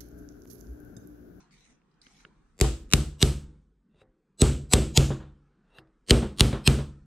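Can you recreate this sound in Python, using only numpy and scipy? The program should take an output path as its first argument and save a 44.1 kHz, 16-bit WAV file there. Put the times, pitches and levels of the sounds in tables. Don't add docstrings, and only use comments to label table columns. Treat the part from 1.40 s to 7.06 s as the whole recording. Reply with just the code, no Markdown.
import sys
import numpy as np
from scipy import signal
from scipy.fft import rfft, irfft, next_fast_len
from scipy.io import wavfile
from scipy.ndimage import uniform_filter1d

SR = 44100
rng = np.random.default_rng(int(sys.argv[2]) if len(sys.argv) > 2 else 0)


def master(y):
    cut = np.clip(np.atleast_2d(y).T, -1, 1)
    pcm = np.round(cut * 32767)
    wavfile.write(sys.argv[1], SR, pcm.astype(np.int16))


def level_to_linear(level):
    exponent = np.asarray(level, float) / 20
    return 10 ** exponent


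N = 249591
HOP_S = 512 / 48000

# [t/s, crack peak level/dB, lid knock level/dB, shank ring level/dB, shank ring f/Hz]
BLOWS = [
    (1.211, -4.5, 1.5, 0.5, 7450),
    (1.5344, 0.5, -6.5, -8.5, 7944),
    (1.8261, 0.5, 0, -10.5, 8060),
    (3.017, -1.5, 3.5, 15, 7813),
    (3.3343, 0.5, 2.5, 8.5, 7840),
    (3.5742, 2, -2.5, 3, 6894),
    (4.7066, 1, 5.5, 5, 8455),
    (5.006, 2.5, -4.5, -9.5, 9160),
    (5.2747, 0, -6.5, -5, 8450),
]
# [head ring f/Hz, head ring level/dB, room level/dB, hand damping of the lid, room brightness/dB per octave]
GRIPS = [
    (2600, -7, -25, 1.02, 0.47),
    (3610, -0.1, -21.5, 0.75, 0.82),
    (2890, 13, -20.5, 0.86, -1.57),
]
# [place/hops, smear level/dB, first early copy level/dB]
LEADS = [(1.12, -19.5, -18.5), (1.34, -29, -14.5), (1.55, -42, -18.5)]
# [f/Hz, level/dB per Hz]
CRACK_COLOUR = [(410, -25.5), (700, 3), (1460, -5.5), (3110, -3), (3890, 1.5), (5690, -7), (7030, -5.5),
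                (9400, -8), (10400, -21.5), (12200, -13.5), (16400, -43)]
# [f/Hz, level/dB, t60/s]
HULL_MODES = [(49.03, -16, 1), (57.3, 5.5, 0.36), (71.6, -0.5, 0.51), (106.7, -2.5, .3), (132.7, 4, 0.33),
              (145.66, -6, 0.58), (206, -9, 0.48), (232.2, -4, 0.33), (263, -1.5, 0.05), (320.6, -13, 0.44),
              (368.5, -7.5, 0.3), (419.4, -6, 0.13), (488, -7, 0.043), (516, -26.5, 0.45), (606, -22, 0.29),
              (757.3, -19.5, 0.17)]
# [f/Hz, level/dB per Hz]
ROOM_COLOUR = [(150, -20), (250, -6.5), (374, -8.5), (469, -10), (1050, -22), (1270, -17.5), (1840, -26.5),
               (2890, -23), (6820, -31.5), (8120, -30.5), (13000, -40), (14700, -47.5), (16400, -109)]
# [f/Hz, t60/s]
ROOM_DECAY = [(300, 0.41), (1000, 0.27), (3000, 0.4), (8000, 0.46), (12000, 0.29), (14500, .4)]
# [t/s, knock rms level/dB, thud level/dB, t60/s]
REBOUNDS = [
    (1.243, -32, -25, .06),
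    (3.703, -37, -24.5, 0.28),
    (3.801, -50.5, -47, 0.36),
    (4.822, -35.5, -24.5, 0.27),
    (5.127, -32, -26, 0.27),
    (5.386, -37.5, -34, 0.21),
]
# [t/s, knock level/dB, thud level relative to the knock/dB, click level relative to
# the knock/dB, knock t60/s]
TOUCHES = [(0.109, -58, -19, -6, .03), (0.417, -62, -7, -30, .03), (0.514, -87, -8, 13, 0.092),
           (0.541, -86, -7, 12, 0.07), (0.616, -72, -13, 23.5, 0.17), (0.667, -42, -16, -18, 0.048),
           (0.804, -50, -27, -16, 0.031), (0.85, -36, -13, -28, 0.093), (2.545, -66.5, 10.5, -20, .1),
           (2.616, -49.5, 0, -35, 0.14), (4.385, -37, -9, -16, 0.038), (4.473, -63, -7, -16, 0.12)]
# [start t/s, end t/s, scrape level at the end/dB, swell level/dB, rub level at the end/dB]
DRAGS = [
    (0.0, 0.004, -65.5, 18, -94),
    (0.105, 0.312, -69, -0.5, -73.5),
    (0.61, 0.815, -65.5, 4, -84),
]
# [start t/s, end t/s, scrape level at the end/dB, swell level/dB, rub level at the end/dB]
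SEATS = [
    (2.48, 2.62, -65.5, 35, -70),
    (4.22, 4.39, -58.5, 40, -60.5),
]
# [f/Hz, width/Hz, level/dB]
SCRAPE_MODES = [(2180, 840, 5.5), (3990, 730, 4), (6080, 1500, 6), (8860, 1200, -5)]
# [f/Hz, width/Hz, level/dB]
SEAT_MODES = [(2740, 230, 7.5), (3750, 600, 1.5), (8800, 250, -5)]
# [t/s, hull rumble level under shifting weight/dB, suppressor opening level/dB]
QUIET = [
    (0.0, -73, 2.5),
    (0.28, -68.5, -1),
    (0.46, -73, -1),
    (0.84, -67, 2.5),
    (1.17, -60, -1),
    (2.299, -75, -6),
    (2.95, -73, -3.5),
    (4.2, -75.5, -0.5),
    (4.66, -65, -2.5),
]
# [f/Hz, level/dB per Hz]
RUMBLE_COLOUR = [(12, -22), (24, 6.5), (45, 3.5), (70, -15.5), (100, -19.5), (130, -48)]
HUM_COLOUR = [(80, -40.5), (140, -0.5), (210, -2), (380, -9.5), (520, -15), (800, -56)]
HISS_COLOUR = [(450, -34.5), (700, -1), (1400, 1.5), (2000, -8), (4000, -16.5), (9500, -28), (10500, -35),
               (12000, -56), (16400, -90.5)]
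# [level/dB, fall/dB per s]
AFTER = [(-39.5, 63), (-39.5, 74), (-52.5, 81.5)]
# [f/Hz, side over mid level/dB]
SIDE_COLOUR = [(60, -20), (500, -9.5), (2000, -8.5), (8000, -2), (11000, -6), (12000, -2.5), (15000, -11.5)]
# [t/s, width level/dB]
WIDTH = [
    (0, 5),
    (1.15, 3.5),
    (1.851, -1.5),
    (1.9, -6),
    (2.199, -17.5),
    (4.6, -16),
    (4.9, -11.5),
    (5.05, -12.5),
    (5.66, -5),
]
# [f/Hz, level/dB per Hz]
KNOCK_COLOUR = [(300, -57.5), (700, -30), (1450, 14), (2000, 2), (2900, 3.5), (4000, -11), (6000, -120)]
CLICK_COLOUR = [(2000, -120), (2800, -53), (3800, 12.0), (5000, 19), (6000, -8), (9000, 5), (11000, -38),
                (13000, -120)]
DRAG_COLOUR = [(1200, -26), (1800, 7.5), (10000, 1.0), (12500, 6), (14000, -120)]
RUB_COLOUR = [(200, -18), (400, 4.5), (1400, -4.5), (2000, -5.5), (3000, -59)]
REBOUND_COLOUR = [(150, -41.5), (350, 4.5), (700, -7.0), (1100, -6.0), (1700, -12), (2100, -19.0), (3600, -16.5),
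                  (5000, -31), (7000, -120)]


def unit(x):
    return x / np.sqrt(np.mean(x ** 2) + 1e-20)


def along(points, hz):
    f, v = np.transpose(points)
    return np.interp(np.log(hz + 1), np.log(f + 1), v)


def filtered(x, response):
    m = next_fast_len(x.shape[-1] + 4096)
    spectrum = rfft(x, m) * response(np.fft.rfftfreq(m, 1 / SR))
    return irfft(spectrum, m)[..., :x.shape[-1]]


def peak(f, hz, width_hz):
    return 1j * f * width_hz / (hz * hz - f * f + 1j * f * width_hz)


def noise(count, colour):
    white = rng.standard_normal((2, count))
    pair = filtered(white, lambda f: level_to_linear(along(colour, f) + [0 * f, along(SIDE_COLOUR, f)]))
    return pair / np.sqrt(np.mean(pair[0] ** 2))


def add(out, x, s):
    part = out[:, round(s * SR):][:, :x.shape[-1]]
    part += x[..., :part.shape[1]]


def patchy(x, depth_db, size):
    z = signal.stft(x, nperseg=1024)[2]
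    field = uniform_filter1d(rng.standard_normal(z.shape[1:]), size[0], axis=0)
    field = uniform_filter1d(field, size[1], axis=1)
    return signal.istft(z * level_to_linear(depth_db * unit(field)), nperseg=1024)[1][:, :N]


def shop():
    hum_db, hiss_db, hiss_depth = -70, -78, 2.3
    t = np.arange(N + 1024) / SR
    s, rumble_db, open_db = np.transpose(QUIET)
    open_db = np.interp(t, s, open_db)
    rest = np.interp(t, s, rumble_db), hum_db + open_db, hiss_db + hiss_depth * open_db
    hits = np.r_[-9, np.transpose(BLOWS)[0]]
    since = t - hits[np.searchsorted(hits, t) - 1]
    x = 0
    for db, (after_db, fall), colour in zip(rest, AFTER, (RUMBLE_COLOUR, HUM_COLOUR, HISS_COLOUR)):
        x = x + np.hypot(level_to_linear(db), level_to_linear(after_db - fall * since)) * noise(len(t), colour)
    return patchy(x, 2.8, size=(3, 6))


def slides():
    start_s, rub_slope, rub_under_db = 0.02, 150, -30
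    out, t = np.zeros((2, N)), np.arange(N) / SR
    grain = level_to_linear(1.5 * unit(uniform_filter1d(rng.standard_normal(N), 150)))
    raw = patchy(noise(N, DRAG_COLOUR) * grain, 3.7, size=(7, 6))
    rub = noise(N, RUB_COLOUR)
    for rows, modes, valley, stop in ((DRAGS, SCRAPE_MODES, .22, 260), (SEATS, SEAT_MODES, .16, 1100)):
        scrape = filtered(raw, lambda f: valley + sum(level_to_linear(db) * np.abs(peak(f, hz, w)) ** 2 for hz, w, db in modes))
        scrape = scrape / np.std(scrape[0])
        for start, end, db, swell_db, rub_db in rows:
            moving = np.clip((t - start) / start_s + (start < start_s), 0, 1)
            to_go = np.clip((end - t) / (end - start), 0, 1)
            level = moving * level_to_linear(db - swell_db * to_go - stop * np.maximum(t - end, 0))
            rubbing = level_to_linear(rub_under_db) * level + moving * level_to_linear(rub_db - rub_slope * np.abs(t - end))
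            out += level * scrape + rubbing * rub
    return out


def boom(t, spread_db, damp, knock_db, panel_db=0):
    hz, db, t60 = np.transpose(HULL_MODES)[:, :, None]
    chance = rng.standard_normal((2, len(HULL_MODES), 1))
    db = db + spread_db * chance[0] + knock_db * np.clip(np.log2(hz / 200), 0, 1)
    face = np.where((hz > 100) & (hz < 170), -1, 1)
    db = db + panel_db * ((hz > 100) & (hz < 250))
    t = np.maximum(t - .23 / hz, 0)
    rise = 1 - np.exp(-t * hz / 0.13)
    decay = level_to_linear(db - 60 * t * np.where(hz > 100, damp, 1) / t60)
    tone = np.sin(2 * np.pi * hz * (1 + 0.016 * chance[1]) * t)
    return np.sum(face * rise * decay * tone, axis=0)


def thud(t, spread_db, damp, knock_db):
    return filtered(boom(t, spread_db, damp, knock_db), lambda f: f / (f + 300)) * [[1], [.05]]


def touches():
    out, t = np.zeros((2, N)), np.arange(round(.2 * SR)) / SR
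    for s, db, thud_db, click_db, t60 in TOUCHES:
        snap = (1 - np.exp(-t / .0003)) * level_to_linear(-60 * t / .012)
        knock = (snap + level_to_linear(-29.0 - 60 * t / max(t60, .01))) * noise(len(t), KNOCK_COLOUR)
        click = (snap + level_to_linear(-11 - 60 * t / 0.098)) * noise(len(t), CLICK_COLOUR)
        add(out, level_to_linear(db - 2.5) * (knock + level_to_linear(click_db) * click), s)
        add(out, level_to_linear(db + thud_db - 9.5) * thud(t, 5.7, 1.0, 11.0), s)
    return out


def crack_of_steel(t, db, wide_db, head, shank):
    def rings(f):
        ringing = 1 + level_to_linear(head[1]) * peak(f, head[0], 700) + level_to_linear(shank[1]) * peak(f, shank[0], 520)
        return ringing * f * f / (f * f + 1100 ** 2)

    burst = filtered(noise(4000, CRACK_COLOUR), rings)[:, 2000:2700] * level_to_linear([[0], [wide_db + 2.5]])
    decay = level_to_linear(-60 * t / .0025) + level_to_linear(-5 - 60 * t / .0075) + level_to_linear(-26 - 60 * t / .04)
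    crack = burst * (1 - np.exp(-t / .0003)) * decay
    crack = level_to_linear(db - 0.5) * crack / np.abs(crack[0]).max()
    top = filtered(crack[0], lambda f: np.clip(f / 2000 - 5, 0, 1))
    return crack - .5 * top * [[0], [1]]


def room(seconds, ring_hz, ring_db, bright_db):
    hz, t, z = signal.stft(noise(round(seconds * SR), ROOM_COLOUR), SR, nperseg=256)
    duck = 8 * np.exp(-t / 0.04)
    cut = 90 * t ** 2 * np.log(1 + hz / 1500)[:, None]
    fall = -60 * t / along(ROOM_DECAY, hz)[:, None] - duck - cut
    ring = 1 + level_to_linear(ring_db) * np.abs(peak(hz, ring_hz, 1200)) ** 2
    ring = ring * level_to_linear(bright_db * np.log2(hz / 3000 + 0.14))
    hiss = signal.istft(z * level_to_linear(fall) * ring[:, None], SR, nperseg=256)[1]
    return filtered(hiss, lambda f: np.clip((15600 - f) / 2500, 0, 1))


def smear(leaks):
    t = np.arange(round(4 * HOP_S * SR)) / SR - 4 * HOP_S
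    hz, db = np.transpose(leaks)
    crowd = rng.uniform(450, 13000, size=36)
    crowd_db = along(CRACK_COLOUR, crowd) + rng.normal(-9, 3.2, size=36) - 8 * (crowd < 2500)
    db, hz = np.r_[db, crowd_db], np.r_[hz, crowd][:, None]
    turn = rng.random((2, len(hz), 1))
    swell = 1 + 0.28 * np.cos(2 * np.pi * (t / HOP_S + turn[0]))
    lines = level_to_linear(db) @ (swell * np.sin(2 * np.pi * (hz * t + turn[1])))
    return unit(lines) * level_to_linear(995 * t - 5200 * t ** 2)


def hammer():
    boom_db = -17.8
    out, t = np.zeros((2, N)), np.arange(round(.6 * SR)) / SR
    short, fifth = t[:700], t[:SR // 5]
    place, *lead = np.transpose(LEADS)
    for blow, (s, db, knock_db, shank_db, shank_hz) in enumerate(BLOWS):
        head_hz, head_db, room_db, damp, bright_db = GRIPS[blow // 3]
        room_db += 0.22 * min(knock_db, 0)
        wide_db = -5 - 1.1 * knock_db
        bright_db -= .12 * shank_db
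        panel_db = -0.9 if blow else -9
        smear_db, copy_db = (np.interp(s / HOP_S % 2, place, column) for column in lead)

        crack = crack_of_steel(short, db, wide_db, (head_hz, head_db), (shank_hz, shank_db))
        low = level_to_linear(boom_db - 2) * boom(t, 2.5, damp, knock_db * np.exp(-t / 0.19), panel_db)
        dent = t / 0.0015 * level_to_linear(-60 * t / 0.015) * np.cos(2 * np.pi * 400 * t)
        low += level_to_linear(boom_db + knock_db + 9.5) * dent
        sway = level_to_linear(boom_db + wide_db - 17.0) * level_to_linear(-60 * fifth / .25) * boom(fifth, 5, 1.6, 3)
        add(out, crack, s + .0008)
        add(out[:1], low, s + 0.0017)
        add(out[1:], sway, s + 0.0017)
        add(out, level_to_linear(room_db) * room(.55, shank_hz, 0.51 * shank_db, bright_db), s + .003)

        leak = smear([(shank_hz, 0.4 * shank_db), (1.1 * head_hz, -4.5)])
        add(out, level_to_linear(db + smear_db) * leak * [[1], [0]], s + 0.00055 - 4 * HOP_S)
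        early = crack + 2.5 * low[:700] * level_to_linear(-60 * short / .02) * [[1], [0]]
        for k in range(1, 5):
            add(out, early * level_to_linear(copy_db - 14 * (k - 1)), s + .0008 - k * HOP_S)
    return out


def rebounds():
    out, t = np.zeros((2, N)), np.arange(round(.25 * SR)) / SR
    for s, knock_db, thud_db, t60 in REBOUNDS:
        shape = (1 - np.exp(-t / .0008)) * (level_to_linear(-60 * t / t60) + 0.27 * level_to_linear(-60 * t / 0.015))
        add(out, level_to_linear(knock_db) * shape * noise(len(t), REBOUND_COLOUR), s)
        add(out, level_to_linear(thud_db) * thud(t, 4.5, 1.57, 9.4), s + 0.002)
    return out


def gate(x):
    gate_db, soft_db, gate_hz = -103, 8, 10300
    hz, _, z = signal.stft(x, SR, nperseg=512)
    power = uniform_filter1d(np.mean(np.abs(z) ** 2, axis=0), size=9, axis=0)
    power = uniform_filter1d(power, size=5, axis=1)
    passed = np.clip((10 * np.log10(np.abs(power) + 1e-20) - gate_db) / soft_db, 0, 1)
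    spared = np.clip((gate_hz - hz) / 1500, 0, 1)[:, None]
    return signal.istft(z * np.maximum(passed, spared), SR, nperseg=512)[1][:, :N]


def scene():
    mid, side = shop() + slides() + touches() + hammer() + rebounds()
    s, body_db = np.transpose(WIDTH)
    low_db = -4.5 + 2.2 * body_db
    low, under = filtered(side, lambda f: np.clip([2 - f / 600, 14.5 - f / 800], 0, 1))
    body = under - low
    t = np.arange(N) / SR
    side = side + (level_to_linear(np.interp(t, s, low_db)) - 1) * low + (level_to_linear(np.interp(t, s, body_db)) - 1) * body
    return np.array([mid + side, mid - side])


def top_cut(x):
    return signal.sosfilt(signal.butter(12, 16500, fs=SR, output="sos"), x)


def record(dry):
    x = filtered(gate(dry), lambda f: (1j * f) ** 2 / (40 ** 2 - f * f + 1j * f * 45))
    x = 0.99 * x / (1 + np.abs(x) ** 8) ** (1 / 8)
    x = filtered(x, lambda f: np.clip((16600 - f) / 500, 0, 1))
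    return top_cut(x)


dry = scene()
out = record(dry)
master(out)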